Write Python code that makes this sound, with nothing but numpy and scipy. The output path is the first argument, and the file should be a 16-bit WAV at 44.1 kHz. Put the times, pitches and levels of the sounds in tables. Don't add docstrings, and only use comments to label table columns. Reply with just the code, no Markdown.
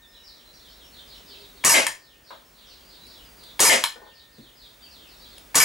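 import sys
import numpy as np
from scipy import signal
from scipy.fft import rfft, irfft
from scipy.io import wavfile
from scipy.ndimage import uniform_filter1d

SR = 44100
rng = np.random.default_rng(int(sys.argv[2]) if len(sys.argv) > 2 else 0)


def dump(signal):
    limited = np.clip(np.atleast_2d(signal).T, -1, 1)
    pcm = np.round(limited * 32767).astype(np.int16)
    wavfile.write(sys.argv[1], SR, pcm)


N = 248724
FREQS = np.fft.rfftfreq(N, 1 / SR)
TIME = np.arange(N) / SR

# (time [s], gas [dB], hammer [dB], slide [dB])
SHOTS = [(1.6482, -8.5, -24.5, -4), (3.6028, -6, -21, -2), (5.5542, -9, -26, -1)]
# (time [s], level [dB], spring [dB])
CLACKS = [(1.8672, -14, -50.5), (3.839, -11, -44.5)]
# (frequency [Hz], width [Hz], lift [dB])
FRAME_MODES = [(917, 70, 10), (1763, 180, 7), (2230, 480, 4.5), (3200, 370, 5), (4156, 170, 8.5),
               (4940, 420, 8.5), (5490, 400, 5), (5900, 79, 1.5), (6900, 240, 4.5), (10180, 110, 1.5)]
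# (frequency [Hz], diffuse coherence [0-1], left lead [rad], left minus right [dB])
PORTS = [(60, 1, -0.19, 0.5), (170, 0.92, 0.25, 0), (403, 0.65, 0.6, 1), (1000, 0.15, 0.2, 5),
         (2100, 0.4, 0.39, 3.5), (4300, 0.77, -0.68, 1), (8400, 0.93, -.28, 0.8), (11000, 1, -.2, 0.5),
         (12860, 1, -.03, -1)]


def gain_of(db):
    return 10 ** (np.asarray(db) / 20)


def unit_rms(x):
    return x / np.sqrt(np.mean(x ** 2) + 1e-20)


def lookup(rows, hz, column=1):
    table = np.array(rows)
    return np.interp(np.log(hz + 1), np.log(table[:, 0] + 1), table[:, column])


def add(mix, start_s, sound):
    part = mix[max(round(start_s * SR), 0):][:len(sound)]
    part += sound[:len(part)]


def body(colour, modes=(), pitch=1, size=4096):
    hz = abs(np.fft.fftfreq(size, 1 / SR)) / pitch
    peaks_db = sum(lift / (1 + (2 * (hz - centre) / width) ** 2) for centre, width, lift in modes)
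    log_gain = np.log(gain_of(lookup(colour, hz) + peaks_db))
    spectrum = np.exp(np.conj(signal.hilbert(log_gain)))
    return np.fft.ifft(spectrum).real[:size // 2]


def blows(hits, response, chatter, chatter_s):
    t, out = TIME[:SR // 5], np.zeros(N)
    for s, db in hits:
        force = rng.standard_normal(len(t)) * np.exp(-t / chatter_s)
        force *= chatter / np.linalg.norm(force)
        force[0] += 1
        sound = signal.fftconvolve(force, response)
        add(out, s, gain_of(db) * sound / np.linalg.norm(sound) * np.sqrt(SR / 100))
    return out


def diffuse(pair):
    common, opposed = rfft(pair, N)
    angle = np.arccos(np.clip(lookup(PORTS, FREQS), 0, 1)) / 2
    return irfft(np.cos(angle) * common + np.array([[1], [-1]]) * np.sin(angle) * opposed, N)


def room_tail(stretch, build_s=0.00053):
    decay = [(80, 0.56), (250, 0.23), (600, 0.33), (1500, 0.35), (3000, 0.36), (6000, 0.36), (10000, 0.29),
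             (15000, 0.27)]
    hz, t, bands = signal.stft(rng.standard_normal((2, SR)), SR, nperseg=256)
    t60_s = stretch * lookup(decay, hz)[:, None]
    tail = signal.istft(bands * gain_of(-60 * t / t60_s), SR, nperseg=256)[1][:, :SR]
    tail *= 1 - np.exp(-TIME[:SR] / build_s)
    tail = diffuse(tail)[:, :SR]
    return tail / np.linalg.norm(tail[0])


def in_room(x, wet_db, near=1, stretch=1):
    echoes = [(.00179, 0.69), (.0040, 0.26), (0.0102, 0.25), (0.0137, .15), (.0208, 0.11)]
    early = np.zeros(SR)
    early[0] = 1
    for delay_s, gain in echoes:
        early[round(delay_s * SR)] += gain
    response = near * early + gain_of(wet_db) * room_tail(stretch)
    return signal.fftconvolve(x[None], response, axes=1)[:, :N]


def background(air_db=-52, whine_db=-58, whine_hz=15625):
    colour = [(15, -32), (32, -5.5), (50, 5), (90, -7.5), (301, -7), (344, -8), (588, -8.5), (749, -10.5),
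              (1580, -12.5), (2430, -14.5), (3440, -16.5), (4040, -17.5), (6040, -18.5), (14500, -24.5),
              (16000, -47)]
    spectrum = rfft(rng.standard_normal((2, N))) * gain_of(lookup(colour, FREQS))
    air = unit_rms(diffuse(irfft(spectrum, N)))
    whine = np.sqrt(2) * np.sin(2 * np.pi * whine_hz * TIME)
    return gain_of(air_db) * air + gain_of(whine_db) * whine


def spring(hz=1818, t60_s=2, start_db=-54):
    plucks = [(0, start_db)] + [(s, db) for s, _, db in CLACKS]
    envelope = sum((TIME >= s) * gain_of(db - 60 * np.maximum(TIME - s, 0) / t60_s) for s, db in plucks)
    return envelope * np.sin(2 * np.pi * hz * TIME)


def chirp(start_hz, length_s, end_ratio, warble, warble_hz=42, jitter=.013):
    t = TIME[:round(length_s * SR)]
    wander = unit_rms(uniform_filter1d(rng.standard_normal(SR // 4), 90))[:len(t)]
    trill = np.sin(2 * np.pi * (warble_hz * rng.uniform(0.7, 1.3) * t + rng.random()))
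    hz = start_hz * end_ratio ** (t / length_s) * (1 + warble * trill + jitter * wander)
    tone = np.sin(2 * np.pi * np.cumsum(hz) / SR)
    return unit_rms(tone * signal.windows.tukey(len(t), .4))


def birds(side_db=-8, side_lag_s=.04, far_per_s=5, far_hz=(3660, 5740),
          far_slur_db=-54.5, far_peep_db=-58.5):
    slurs = [(.215, 5880, -46), (0.593, 4550, -53.5), (.76, 4380, -54.5), (.925, 4600, -51.5),
             (1.06, 5400, -51), (1.246, 5660, -51.5), (1.291, 4500, -54), (1.36, 5220, -53.5),
             (2.25, 5000, -49.5), (2.525, 4630, -57), (2.645, 5780, -51), (2.73, 4260, -59.5),
             (2.865, 5200, -53), (3.051, 5650, -55.5), (3.113, 4350, -54), (3.41, 4890, -52),
             (4.019, 4630, -55), (4.12, 5490, -49.5), (4.39, 4610, -52.5), (4.575, 4920, -49.5),
             (4.889, 5090, -50.5), (5.18, 4945, -52)]
    peeps = [(.01, 3730, -51), (.063, 5360, -52.5), (.139, 3997, -47), (.445, 4150, -49),
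             (0.525, 5830, -53.5), (.82, 5630, -55.5), (3.005, 4110, -50), (4.815, 4745, -47)]
    slur = dict(length_s=.105, end_ratio=.63, warble=.0607)
    peep = dict(length_s=.04, end_ratio=.95, warble=.018)
    song = np.zeros(N)
    for s, hz, db in slurs:
        add(song, s, gain_of(db) * chirp(hz, **slur))
        side_note = chirp(hz * rng.uniform(.8, 1.12), **slur)
        add(song, s + side_lag_s * rng.random(), gain_of(db + side_db) * side_note)
    for s, hz, db in peeps:
        add(song, s, gain_of(db) * chirp(hz, **peep))
    for s in np.arange(0, N / SR, 1 / far_per_s):
        slur_hz, peep_hz = rng.uniform(*far_hz, size=2)
        add(song, s + rng.random() / far_per_s, gain_of(far_slur_db) * chirp(slur_hz, **slur))
        add(song, s + rng.random() / far_per_s, gain_of(far_peep_db) * chirp(peep_hz, **peep))
    return in_room(song, wet_db=.5, near=0, stretch=1.09)


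def hum(start_s=.7, length_s=0.93, hz=398, db=-61, drift=.018, flutter=0.78):
    size = round(length_s * SR)
    waver, swell = unit_rms(uniform_filter1d(rng.standard_normal((2, N)), size=3000))[:, :size]
    tone = np.sin(2 * np.pi * np.cumsum(hz * (1 + drift * waver)) / SR)
    envelope = signal.windows.tukey(size, .25) * abs(1 + flutter * swell)
    out = np.zeros(N)
    add(out, start_s, gain_of(db) * envelope * tone)
    return out


def hammer(lead_s=.0069, scrape_lead_s=.0024, scrape_db=-7):
    colour = [(100, -28), (500, -12), (850, 13), (1300, 1.5), (2400, 5), (3400, -1), (5500, -7),
              (10000, -2), (15000, -21.5)]
    falls = [(s - lead_s, db) for s, _, db, _ in SHOTS]
    scrapes = [(s - scrape_lead_s, db + scrape_db) for s, db in falls]
    strikes = blows(scrapes + falls, body(colour, FRAME_MODES), chatter=7, chatter_s=0.00081)
    return in_room(strikes, wet_db=-18.5, near=0.8)


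def muzzle(crack_db=-9, crack_hz=7900, crack_width_hz=3200):
    colour = [(30, -24.5), (105, -18.5), (145, -3.5), (350, -2), (800, -1), (2000, 0.5), (3600, -2),
              (6500, 1.5), (9500, 3.5), (12000, -3), (16000, -19.5)]
    modes = [(274, 58, 12.5), (487, 170, 11.4), (1196, 300, 8.4), (5720, 170, 3.8), (6040, 120, 9.9),
             (6750, 160, 13), (7720, 290, 3.2), (7970, 91, 10), (9130, 180, 5.5)]
    crack_colour = [(100, -3.0), (16000, -4.5)]  # (frequency [Hz], density [dB])
    crack_modes = [(crack_hz, crack_width_hz, 20)]
    bursts = [(s, db) for s, db, _, _ in SHOTS]
    gas = blows(bursts, body(colour, modes), chatter=0.59, chatter_s=0.0092)
    crack = blows(bursts, body(crack_colour, crack_modes), chatter=.8, chatter_s=.003)
    return (in_room(gas, wet_db=11, near=0.35)
            + gain_of(crack_db) * in_room(crack, wet_db=-2, near=2.2, stretch=0.26))


def slide(travel_s=.047):
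    colour = [(100, -31), (400, -4), (1200, 4), (2400, 3), (3500, -4.5), (6000, 3), (10000, 7),
              (12500, 1.5), (16000, -23)]
    stops = [(s + travel_s, db) for s, _, _, db in SHOTS]
    strikes = blows(stops, body(colour, FRAME_MODES), chatter=3, chatter_s=0.013)
    return in_room(strikes, wet_db=3.5)


def trap(flight_s=.092, db=-13):
    colour = [(50, -26.5), (130, -14), (250, -3.5), (420, 1.5), (700, 3.5), (1100, -4.5), (1700, 0.5),
              (2500, 2), (3800, -4), (8000, -6.5), (11000, -9.5), (15000, -39)]
    modes = [(251, 31, 5.4), (534, 65, 4.6), (658, 38, 2.4), (736, 40, 3.1), (867, 70, 6.1),
             (1090, 56, 7.2), (1920, 110, 4.5), (2163, 150, 6.2), (2910, 82, 2.6)]
    arrivals = [(s + flight_s, db) for s, *_ in SHOTS]
    strikes = blows(arrivals, body(colour, modes), chatter=2.6, chatter_s=0.023)
    return in_room(strikes, wet_db=15.5, stretch=0.77)


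def clack():
    colour = [(100, -16), (500, -20), (1000, -1.5), (1900, -0.5), (3000, -1.5), (5000, -11.5), (7500, -1),
              (12500, -7), (16000, -26)]
    snaps = [(s, db) for s, db, _ in CLACKS]
    strikes = blows(snaps, body(colour, FRAME_MODES), chatter=2.5, chatter_s=0.0013)
    return in_room(strikes, wet_db=-1, stretch=0.7)


def slide_ring(ring_db=-15):
    modes = [(940, -4, 0.2), (1030, -11, 0.39), (1750, 0, 0.25), (1750, -4, 0.18), (2160, 6, 0.14),
             (3060, 0, 0.17), (3950, -8, 0.24), (5500, -8, 0.19)]
    t, out = TIME[:SR // 2], np.zeros(N)
    for s, db, _ in CLACKS:
        for hz, mode_db, t60_s in modes:
            note = np.sin(2 * np.pi * hz * rng.uniform(.99, 1.01) * t)
            add(out, s, gain_of(ring_db + db + mode_db - 60 * t / t60_s) * note)
    return out


def knocks():
    hits = [(2.306, -40, 1.13), (3.959, -43, 0.97), (4.018, -45, 0.82), (4.065, -49.5, 0.98),
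            (4.384, -47, 0.28)]
    colour = [(60, -29.5), (200, -17), (330, -3), (480, 5), (750, 1.5), (1100, 1.5), (1800, -10.5),
              (3000, -24), (9000, -35)]
    strikes = sum(blows([(s, db)], body(colour, pitch=pitch), chatter=0.99, chatter_s=0.005)
                  for s, db, pitch in hits)
    return in_room(strikes, wet_db=8.5, stretch=0.91)


def trigger():
    ticks = [(3.0685, -55), (3.4368, -52.5), (5.3815, -48)]  # (time [s], level [dB])
    colour = [(200, 1), (1500, -5), (3400, 5), (6500, -8), (10000, 8), (13000, -13), (16000, -27)]  # (frequency [Hz], density [dB])
    clicks = blows(ticks, body(colour), chatter=2.9, chatter_s=0.001)
    return in_room(clicks, wet_db=-5)


def scene():
    front = muzzle() + hammer() + slide() + clack() + slide_ring() + spring()
    front += trap() + knocks() + trigger()
    ambience = birds() + background() + hum()
    side = np.array([[.5], [-.5]])
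    hz = np.fft.rfftfreq(2 * N, 1 / SR)
    port_gain = gain_of(side * lookup(PORTS, hz, column=3))
    port_rad = side * lookup(PORTS, hz, column=2)
    front = irfft(rfft(front, 2 * N) * port_gain * np.exp(1j * port_rad))[:, :N]
    return front + ambience * gain_of(side * -.5)


def level_db(x, size):
    return 10 * np.log10(abs(uniform_filter1d((x ** 2).mean(0), size)) + 1e-12)


def peak_hold(over_db, db_per_s):
    return np.maximum.accumulate(over_db + db_per_s * TIME) - db_per_s * TIME


def record(dry, knee_db=-14, depth_db=8, start_db=6, recover_db_per_s=5.5,
           overload_db=3, limit_db=-14, release_db_per_s=260, cutoff_hz=16300):
    duck_db = np.clip(level_db(dry, size=128) - knee_db, 0, depth_db)
    duck_db[0] = start_db
    ducked = dry / gain_of(peak_hold(duck_db, recover_db_per_s))
    saturated = gain_of(overload_db) * np.tanh(ducked / gain_of(overload_db))
    over_db = np.maximum(level_db(saturated, size=400) - limit_db, 0)
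    cut_db = uniform_filter1d(peak_hold(over_db, release_db_per_s), size=64)
    limited = np.tanh(saturated / gain_of(cut_db))
    lowpass = signal.firwin(511, cutoff_hz, window=("kaiser", 9), fs=SR)
    return signal.oaconvolve(limited, lowpass[None], "same")


dry = scene()
out = record(dry)
dump(out)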